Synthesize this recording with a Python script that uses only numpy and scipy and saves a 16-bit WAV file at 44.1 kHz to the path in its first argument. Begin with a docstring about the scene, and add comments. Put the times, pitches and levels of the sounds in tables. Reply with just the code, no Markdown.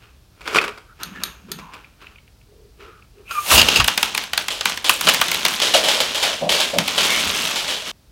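"""Snipping a balloon full of beads

A thin balloon bag of beads is shaken and handled close to a microphone: its skin rustles, groans
and snaps. Once snipped, it squeaks and blows its air out. Beads click onto a tray, and a soft grainy
mass is crunched in strokes until the sound stops short. The loudest hits overload the microphone."""
import sys
import numpy as np
from scipy import signal
from scipy.fft import rfft, irfft, next_fast_len
from scipy.io import wavfile
from scipy.ndimage import uniform_filter1d

SR = 44100
rng = np.random.default_rng(int(sys.argv[2]) if len(sys.argv) > 2 else 0)


def digitize_waveform(pressure):
    """Quantize a signal to 16-bit integers and store it at the path in sys.argv[1].

    Rows of a 2-D input are taken as channels; values are limited to [-1, 1].
    """
    field = np.atleast_2d(pressure).T
    bounded = np.clip(field, -1, 1)
    quanta = np.round(bounded * 32767).astype(np.int16)
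    wavfile.write(sys.argv[1], SR, quanta)


N = 357651
TIME = np.arange(N) / SR

# how long the room echoes; a fade (t60) is the time to fall by 60 dB: (frequency [Hz], fade [s])
ROOM_FADES = [(200, 0.42), (3000, 0.26), (15000, 0.073)]
# tone of the background rumble: (frequency [Hz], level [dB])
RUMBLE_TONE = [(20, -31), (45, 1), (80, -5), (140, -12), (250, -19.5), (700, -27.5), (2000, -34),
               (4800, -31.5), (7000, -37.5), (16000, -41)]
# something drags and groans; the last row is a bright swell near 2 kHz within the crunching: (time [s], length
# [s], level [dB], pitch [Hz])
DRAGS = [(.46, 0.26, -34.5, 421), (0.871, 0.08, -49, 1364), (.993, 0.066, -37.5, 1380),
         (.999, .33, -42, 195), (1.145, 0.053, -37, 1760), (1.401, 0.28, -41.5, 175),
         (1.469, .065, -43, 385), (1.59, .21, -42, 1000), (2.464, .25, -52.5, 423), (2.765, 0.18, -47, 415),
         (2.776, 0.29, -51.5, 1300), (3.127, 0.16, -51, 400), (3.253, .15, -37, 2520),
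         (7.043, 0.19, -24, 2180)]
# fingers shift their grip on the skin: (time [s], level [dB])
GRIPS = [(.02, -50), (.47, -32), (.66, -51), (1.01, -36), (1.155, -43), (1.22, -38), (1.49, -47),
         (1.61, -48), (1.74, -43), (2.02, -44), (2.81, -42.5), (3.18, -57), (3.3, -43)]
# tone of the rubbed skin: (frequency [Hz], level [dB])
SKIN_TONE = [(150, -9.5), (400, -2.5), (750, -9), (1350, 1.5), (2000, -10), (2700, -1), (3800, -12.5),
             (5000, -15.5), (8000, -27), (16000, -30)]
# clumps of beads bump the wall of the bag: (time [s], level [dB])
BUMPS = [(.408, -36), (0.456, -30), (.475, -21), (.545, -14.5), (.5575, -10.5), (0.567, -10), (0.612, -18),
         (.639, -19), (.678, -23), (0.775, -36.5), (1.586, -30.5), (1.735, -31.5)]
# tone of the sloshing beads: (frequency [Hz], level [dB])
SLOSH_TONE = [(100, -26.5), (230, -13.5), (430, -6.5), (730, -12), (1400, -1.5), (1800, -13), (2400, -3.5),
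              (2900, -12), (4100, -17), (6000, -21), (16000, -37.5)]
# single beads tap the tight bag: (time [s], level [dB])
TAPS = [(0.585, 1), (1.845, -32.5), (2.03, -42), (2.068, -29), (2.159, -36), (2.184, -37), (2.278, -43.5),
        (2.413, -47), (3.023, -40), (4.8944, 3.5)]
# the shrinking bag jerks its beads together: (time [s], level [dB], fade [s])
JERKS = [(3.309, -28.5, 0.1), (3.461, -27, 0.1), (3.505, -14, 0.053), (3.555, -15, 0.32),
         (3.578, -0.5, 0.084), (3.596, -7, 0.085), (3.614, -5, 0.051), (3.686, -3.5, 0.044),
         (3.714, -19, 0.3), (3.759, -7.5, 0.12), (3.799, -8, 0.068)]
# tone of the space inside the shrinking bag: (frequency [Hz], level [dB])
CAVITY_TONE = [(200, -11.5), (1000, -7), (2000, -15), (2750, 7), (3600, -7.5), (5100, -4.5), (5700, -18.5),
               (6400, -6), (7800, -17.5), (16000, -24.5)]
# sharp snaps of the tight skin: (time [s], level [dB])
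SNAPS = [(1.033, -18.5), (1.2356, -12.5), (1.517, -17)]
# the notes a snap rings at: (pitch [Hz], level [dB], fade [s])
SNAP_NOTES = [(1420, -4.5, 0.25), (3620, -1, 0.28), (4360, -1, 0.15), (6470, -3.5, 0.44),
              (9170, -4.5, 0.29), (12900, -3, 0.31)]
# the slit squeaks in spurts: (time [s], hold [s], level [dB])
SPURTS = [(3.312, .008, -27), (3.353, .025, -24.5), (3.383, .008, -16)]
# air hisses through the slit, then bursts out: (time [s], hold [s], level [dB])
GUSTS = [(3.327, .46, -38), (3.52, .033, -10.5)]
# tone of the rushing air: (frequency [Hz], level [dB])
AIR_TONE = [(150, -11), (900, -0.5), (1900, -6), (2700, 0.5), (6500, -6), (7800, -6), (12000, -8),
            (16000, -11)]
# where the rushing air half whistles: (pitch [Hz])
WHISTLE_PITCHES = [2600, 6560, 8850, 11200, 13800]
# puffs of air hit the microphone: (time [s], level [dB], fade [s])
PUFFS = [(3.515, -18.5, 0.56), (3.786, -15, .16), (7.26, -32, .35)]
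# heavy beads knock the tray: (time [s], level [dB])
KNOCKS = [(3.512, -5.5), (3.801, -8), (3.881, -17), (4.8934, -7.5), (5.073, -9), (5.213, -11.5)]
# deep presses on the mass: (time [s], hollow level [dB], thud level [dB], fade [s])
PRESSES = [(3.539, -29, -26, 0.9), (5.05, -42, -27, 0.53), (5.741, -8, -34, 0.16), (5.82, -24, -40, 0.65),
           (6.002, -18.5, -38, 0.082), (6.226, -21, -41, 0.34), (6.41, -16.5, -25, 0.5),
           (6.731, -17, -29.5, 0.32), (6.763, -29, -18, 0.26), (7.222, -37, -33, 0.37)]
# strokes push the mass along: (time [s], length [s], level [dB], fizz level [dB])
STROKES = [(3.594, 0.18, -20.5, -36), (4.037, 0.19, -34, -53), (4.668, .05, -31, -39),
           (5.038, 0.53, -24.5, -35.5), (5.617, 0.5, -25.5, -41), (6.24, 0.089, -27, -51),
           (6.563, 0.092, -27, -46), (6.883, 0.075, -24, -38), (7.002, 0.51, -20.5, -31),
           (7.554, .2, -30.5, -58), (7.872, 0.034, -29, -43)]
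# tone of the shifting grains: (frequency [Hz], level [dB])
GRAIN_TONE = [(60, -20.5), (210, 0), (300, -4.5), (550, -3), (900, -2), (1400, 1), (1900, -1), (2900, 4.5),
              (4200, -1), (6500, -5), (9000, -18.5), (14000, -46)]
# tone of their bright fizz and pops: (frequency [Hz], level [dB])
FIZZ_TONE = [(4500, -3), (8000, 7), (12000, 3), (16000, -2.5)]
# pushes set many grains off at once: (time [s], level [dB], fade [s])
CRUNCHES = [(4.504, -22.5, 0.45), (4.843, -18.5, 0.67), (4.897, -19, 0.061), (5.069, -10.5, 0.1),
            (5.084, -13, 0.17), (5.451, -10, 0.033), (5.617, -13, 0.47), (5.738, -9, 0.33),
            (5.837, -16.5, 0.43), (5.883, -14.5, 0.73), (6.002, -14.5, 0.27), (6.145, -19.5, 1),
            (6.226, -14.5, 0.41), (6.491, -14.5, 0.28), (6.517, -16.5, 1), (6.601, -12, 0.21),
            (6.978, -14.5, 0.33), (7.03, -18, 0.39), (7.1, -20.5, 0.71), (7.557, -19.5, 0.68),
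            (7.679, -21.5, 0.8)]
# tone of a crunch: (frequency [Hz], level [dB])
CRUNCH_TONE = [(120, -47), (200, -32.5), (299, -17), (500, -10.5), (623, -7), (722, -16), (821, -9.5),
               (1120, -14.5), (2130, -12.5), (3100, -4.5), (4000, -7.5), (5400, -13.5), (10100, -22),
               (16000, -34.5)]
# beads strike the tray: (time [s], level [dB], tick level [dB])
CLICKS = [(3.758, -16, -26), (3.843, -3, -15.5), (3.878, -10, -12), (3.88, 3, -30), (3.976, 0, -14.5),
          (4.028, 2, -13.5), (4.148, -5, -20.5), (4.176, -3.5, -19.5), (4.237, -14.5, -31),
          (4.332, -4.5, -25), (4.376, 0, -16.5), (4.482, -5.5, -25), (4.608, -5, -41), (4.655, 2, -17),
          (4.695, -10, -31), (4.773, -10, -30), (4.843, -14, -28), (4.894, 1.5, -4.5), (5.01, -5, -15.5),
          (5.087, 5, -16), (5.095, -1.5, -14), (5.137, -6, -20), (5.144, -3, -15), (5.213, 1.5, -16),
          (5.282, -10, -24), (5.315, -3.5, -15.5), (5.344, -5, -21), (5.45, 0, -17), (5.461, -3, -25),
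          (5.482, -6.5, -19), (5.537, -9.5, -25), (5.599, -5, -27), (6.784, 1.5, -17.5), (6.879, -4, -22)]


def amp(db):
    """Turns decibels into a number to multiply by."""
    return 10 ** (np.asarray(db) / 20)


def evened(x):
    """Scales a sound to an average strength (rms) of 1."""
    return x / np.sqrt(np.mean(x ** 2) + 1e-20)


def read(points, hz):
    """Reads between the rows of a table, giving every octave equal space."""
    f, value = np.transpose(points)
    return np.interp(np.log(hz + 1), np.log(f + 1), value)


def add(mix, s, sound):
    """Mixes a sound in at s seconds."""
    part = mix[round(s * SR):][:len(sound)]
    part += sound[:len(part)]


def colour(x, tone, size=4096):
    """Gives a sound the tone in a table, at strength 1; the filter rings only after each hit."""
    hz = abs(np.fft.fftfreq(size, 1 / SR))
    log_gain = np.log(amp(np.maximum(read(tone, hz), -100)))
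    response = np.fft.ifft(np.exp(np.conj(signal.hilbert(log_gain)))).real
    return evened(signal.oaconvolve(x, response[:size // 2])[:len(x)])


def band(hz, width_hz, size):
    """Noise gathered around one pitch."""
    f = np.fft.rfftfreq(size, 1 / SR) + 1
    detune = (f - hz ** 2 / f) / width_hz
    return evened(irfft(rfft(rng.standard_normal(size)) / (1 + detune ** 2), size))


def struck(x, t60, rise_s):
    """Shapes a sound like a hit: it rises fast, then dies away."""
    t = np.arange(len(x)) / SR
    shape = (1 - np.exp(-t / rise_s)) * np.exp(-np.log(1000) * t / t60)
    return evened(x * shape) * np.sqrt(np.mean(shape ** 2))


def blows(rows, hz, width_hz, size=32768):
    """Hits that ring around one pitch: (time [s], level [dB], fade [s])."""
    out = np.zeros(N)
    for s, db, t60 in rows:
        add(out, s, amp(db) * struck(band(hz, width_hz, size), t60, rise_s=0.028 * t60))
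    return out


def grains(per_s, spread_db, t60=0.0052, shapes=20, size=400):
    """Tiny collisions of many shapes; spread_db makes a few stand out."""
    out = np.zeros(N)
    for _ in range(shapes):
        strengths = amp(spread_db * np.minimum(rng.exponential(1, N), 4))
        hits = rng.random(N) < per_s / shapes / SR
        grain = struck(rng.standard_normal(size), t60, 1 / SR)
        out += signal.oaconvolve(strengths * hits, grain)[:N]
    return evened(out)


def surges(rows, rise_s):
    """Loudness curve of pushes that each die away: (time [s], level [dB], fade [s])."""
    power, t = np.zeros(N), np.arange(SR // 2) / SR
    for s, db, t60 in rows:
        push = amp(db) * (1 - np.exp(-t / rise_s)) * np.exp(-np.log(1000) * t / t60)
        add(power, s, push ** 2)
    return np.sqrt(power)


def swell(s, db, rise_db_s, fall_db_s, hold=0, sag_db_s=0):
    """Loudness curve that reaches db at s seconds, holds or sags, then falls; slopes in dB a second."""
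    before, after = np.maximum(s - TIME, 0), np.maximum(TIME - s, 0)
    drop = rise_db_s * before + sag_db_s * after + fall_db_s * np.maximum(after - hold, 0)
    return amp(db - np.minimum(drop, 150))


def rumble(db=-51):
    """A faint, steady, low noise behind everything."""
    return amp(db) * colour(rng.standard_normal(N), RUMBLE_TONE)


def room(x, build_s=0.015, size=256):
    """The blurred echo of a small room; its high notes die first."""
    hz, t, spectrum = signal.stft(rng.standard_normal(SR // 2), SR, nperseg=size)
    spectrum *= np.exp(-np.log(1000) * t / read(ROOM_FADES, hz)[:, None])
    spectrum *= amp(read([(700, 3), (3000, 1.5), (7000, -4.5), (15000, 6.0)], hz))[:, None]
    tail = signal.istft(spectrum, SR, nperseg=size)[1]
    tail *= np.minimum(np.arange(len(tail)) / SR / build_s, 1)
    return signal.oaconvolve(x, tail / np.linalg.norm(tail))[:len(x)]


def groans(width_share=.13, least_width_hz=55):
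    """Each row swells and fades around one pitch."""
    out = np.zeros(N)
    for s, length, db, hz in DRAGS:
        size = round(length * SR)
        arch = np.sin(np.linspace(0, np.pi, size))
        add(out, s, amp(db) * band(hz, width_share * hz + least_width_hz, size) * arch)
    return out


def puffs():
    """Air hits the microphone with a low thump."""
    return blows(PUFFS, hz=66, width_hz=45)


def bag():
    """Fingers rub the skin; beads slosh, tap the wall and rattle brightly as the bag shrinks."""
    grip = sum(swell(s, db, rise_db_s=700, fall_db_s=105) for s, db in GRIPS)
    shake = swell(s=0.54, db=-26, rise_db_s=201, fall_db_s=103)
    bumps = surges([(s, db, 0.087) for s, db in BUMPS], rise_s=0.00087)
    rub = colour(grains(per_s=1500, spread_db=0), SKIN_TONE) * grip
    slosh = colour(grains(per_s=2200, spread_db=2.5), SLOSH_TONE) * np.hypot(shake, bumps)
    taps = blows([(s, db, .02) for s, db in TAPS], hz=2480, width_hz=580)
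    rattle = colour(grains(per_s=6000, spread_db=2), CAVITY_TONE) * surges(JERKS, rise_s=0.00049)
    return rub + slosh + taps + rattle


def snaps(ring_db=-21, echo_db=-12, size=16384):
    """The tight skin cracks, then the bag and the room ring fuzzily."""
    out = np.zeros(N)
    for s, db in SNAPS:
        for hz, note_db, t60 in SNAP_NOTES:
            crack = struck(band(hz, 1100, size), t60=0.022, rise_s=.0001)
            ring = struck(band(hz, 750, size), t60, rise_s=0.00096)
            snap = crack + amp(ring_db) * ring + amp(echo_db) * room(crack)
            add(out, s, amp(db + note_db - 5) * snap)
    return out


def squeak(start_hz=1400, end_hz=1200, sag_at_s=3.338, glide_s=0.01, overtone_db=-14):
    """The lips of the slit flutter; the pitch sags as the slit widens."""
    tight = .5 - .5 * np.tanh((TIME - sag_at_s) / (2 * glide_s))
    hz = end_hz + (start_hz - end_hz) * tight
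    waver = .02 * evened(uniform_filter1d(rng.standard_normal(N), size=90))
    phase = 2 * np.pi * np.cumsum(hz * (1 + waver)) / SR
    rasp = .3 * (.3 + 2 * tight) * band(1300, 420, N)
    spurts = sum(swell(s, db, rise_db_s=1499, fall_db_s=1298, hold=hold) for s, hold, db in SPURTS)
    return evened(np.sin(phase) + amp(overtone_db) * np.sin(2 * phase) + rasp) * spurts


def escaping_air(whistle_db=-10, whistle_top_db=-40):
    """Air rushes out of the slit, hissing and half whistling."""
    flow = sum(swell(s, db, rise_db_s=403, fall_db_s=297, hold=hold) for s, hold, db in GUSTS)
    whistles = sum(band(hz, 950, next_fast_len(N))[:N] for hz in WHISTLE_PITCHES)
    whistling = np.minimum(amp(whistle_db) * flow, amp(whistle_top_db))  # a strong gust is mostly hiss
    return colour(rng.standard_normal(N), AIR_TONE) * flow + whistles * whistling


def tray():
    """Beads knock the tray; deep presses sound hollow in the mass and thud below it."""
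    knocks = blows([(s, db, 0.069) for s, db in KNOCKS], hz=1240, width_hz=760)
    hollow = blows([(s, db, t60) for s, db, _, t60 in PRESSES], hz=608, width_hz=220)
    thuds = blows([(s, db, t60) for s, _, db, t60 in PRESSES], hz=195, width_hz=130)
    return knocks + hollow + thuds


def grainy_mass(settle_db=-25, settle_fizz_db=-19, settle_t60=0.41):
    """Grains settle after each bead lands, shift with each stroke, and crunch and pop when pushed."""
    shift = surges([(s, db + settle_db, settle_t60) for s, db, _ in CLICKS], rise_s=.003)
    sparkle = surges([(s, db + settle_fizz_db, settle_t60) for s, _, db in CLICKS], rise_s=.003)
    for s, length, db, fizz_db in STROKES:
        stroke = swell(s, 0, rise_db_s=296.5, fall_db_s=124, hold=length, sag_db_s=4)
        shift = np.hypot(shift, amp(db) * stroke)
        sparkle = np.hypot(sparkle, amp(fizz_db) * stroke)
    crackle = colour(grains(per_s=3500, spread_db=3.4, t60=0.0038), GRAIN_TONE) * shift
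    fizz = colour(grains(per_s=2900, spread_db=5.5, t60=0.003), FIZZ_TONE) * sparkle
    crunch = colour(grains(per_s=4400, spread_db=2), CRUNCH_TONE)
    pops = amp(-22) * colour(grains(per_s=350, spread_db=5, t60=.008), FIZZ_TONE)
    return crackle + fizz + (crunch + pops) * surges(CRUNCHES, rise_s=0.00064)


def bead_clicks(bead_hz=2865, knock_db=-11, echo_db=-13, lag_s=.0009, size=12288):
    """A bright tick of contact, then the short ring of the bead, a knock of the tray and the echo."""
    out = np.zeros(N)
    for s, db, tick_db in CLICKS:
        click = amp(tick_db + 7) * struck(band(11000, 13000, size), t60=0.0063, rise_s=.0001)
        hz = bead_hz * np.exp(.06 * rng.standard_normal())  # each bead has its own pitch
        ring = struck(band(hz, 3200, size), t60=0.019, rise_s=0.00057)
        knock = struck(band(1100, 2000, size), t60=0.045, rise_s=.0006)
        add(click, lag_s, amp(db - 4) * (ring + amp(knock_db) * knock))
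        add(out, s + .0004, click + amp(echo_db) * room(click))
    return out


def scene(stop_s=7.915, echo_db=-16):
    """All the handling in its room stops short, leaving the low rumble."""
    rustle = bag() + groans() + snaps() + squeak() + escaping_air() + grainy_mass()
    handling = bead_clicks() + tray() + puffs() + rustle + amp(echo_db) * room(rustle)
    return (handling * (TIME < stop_s) + rumble())[None]


def record(dry, low_hz=28, top_hz=16000):
    """The microphone drops the deepest rumble, squashes the loudest peaks and cuts the highest hiss."""
    heard = signal.sosfilt(signal.butter(2, low_hz, "highpass", fs=SR, output="sos"), dry)
    clipped = heard / (1 + heard ** 8) ** (1 / 8)
    treble_cut = signal.firwin(401, top_hz, window=("kaiser", 8), fs=SR)
    return signal.oaconvolve(clipped, treble_cut[None], "same")


dry = scene()
out = record(dry)
digitize_waveform(out)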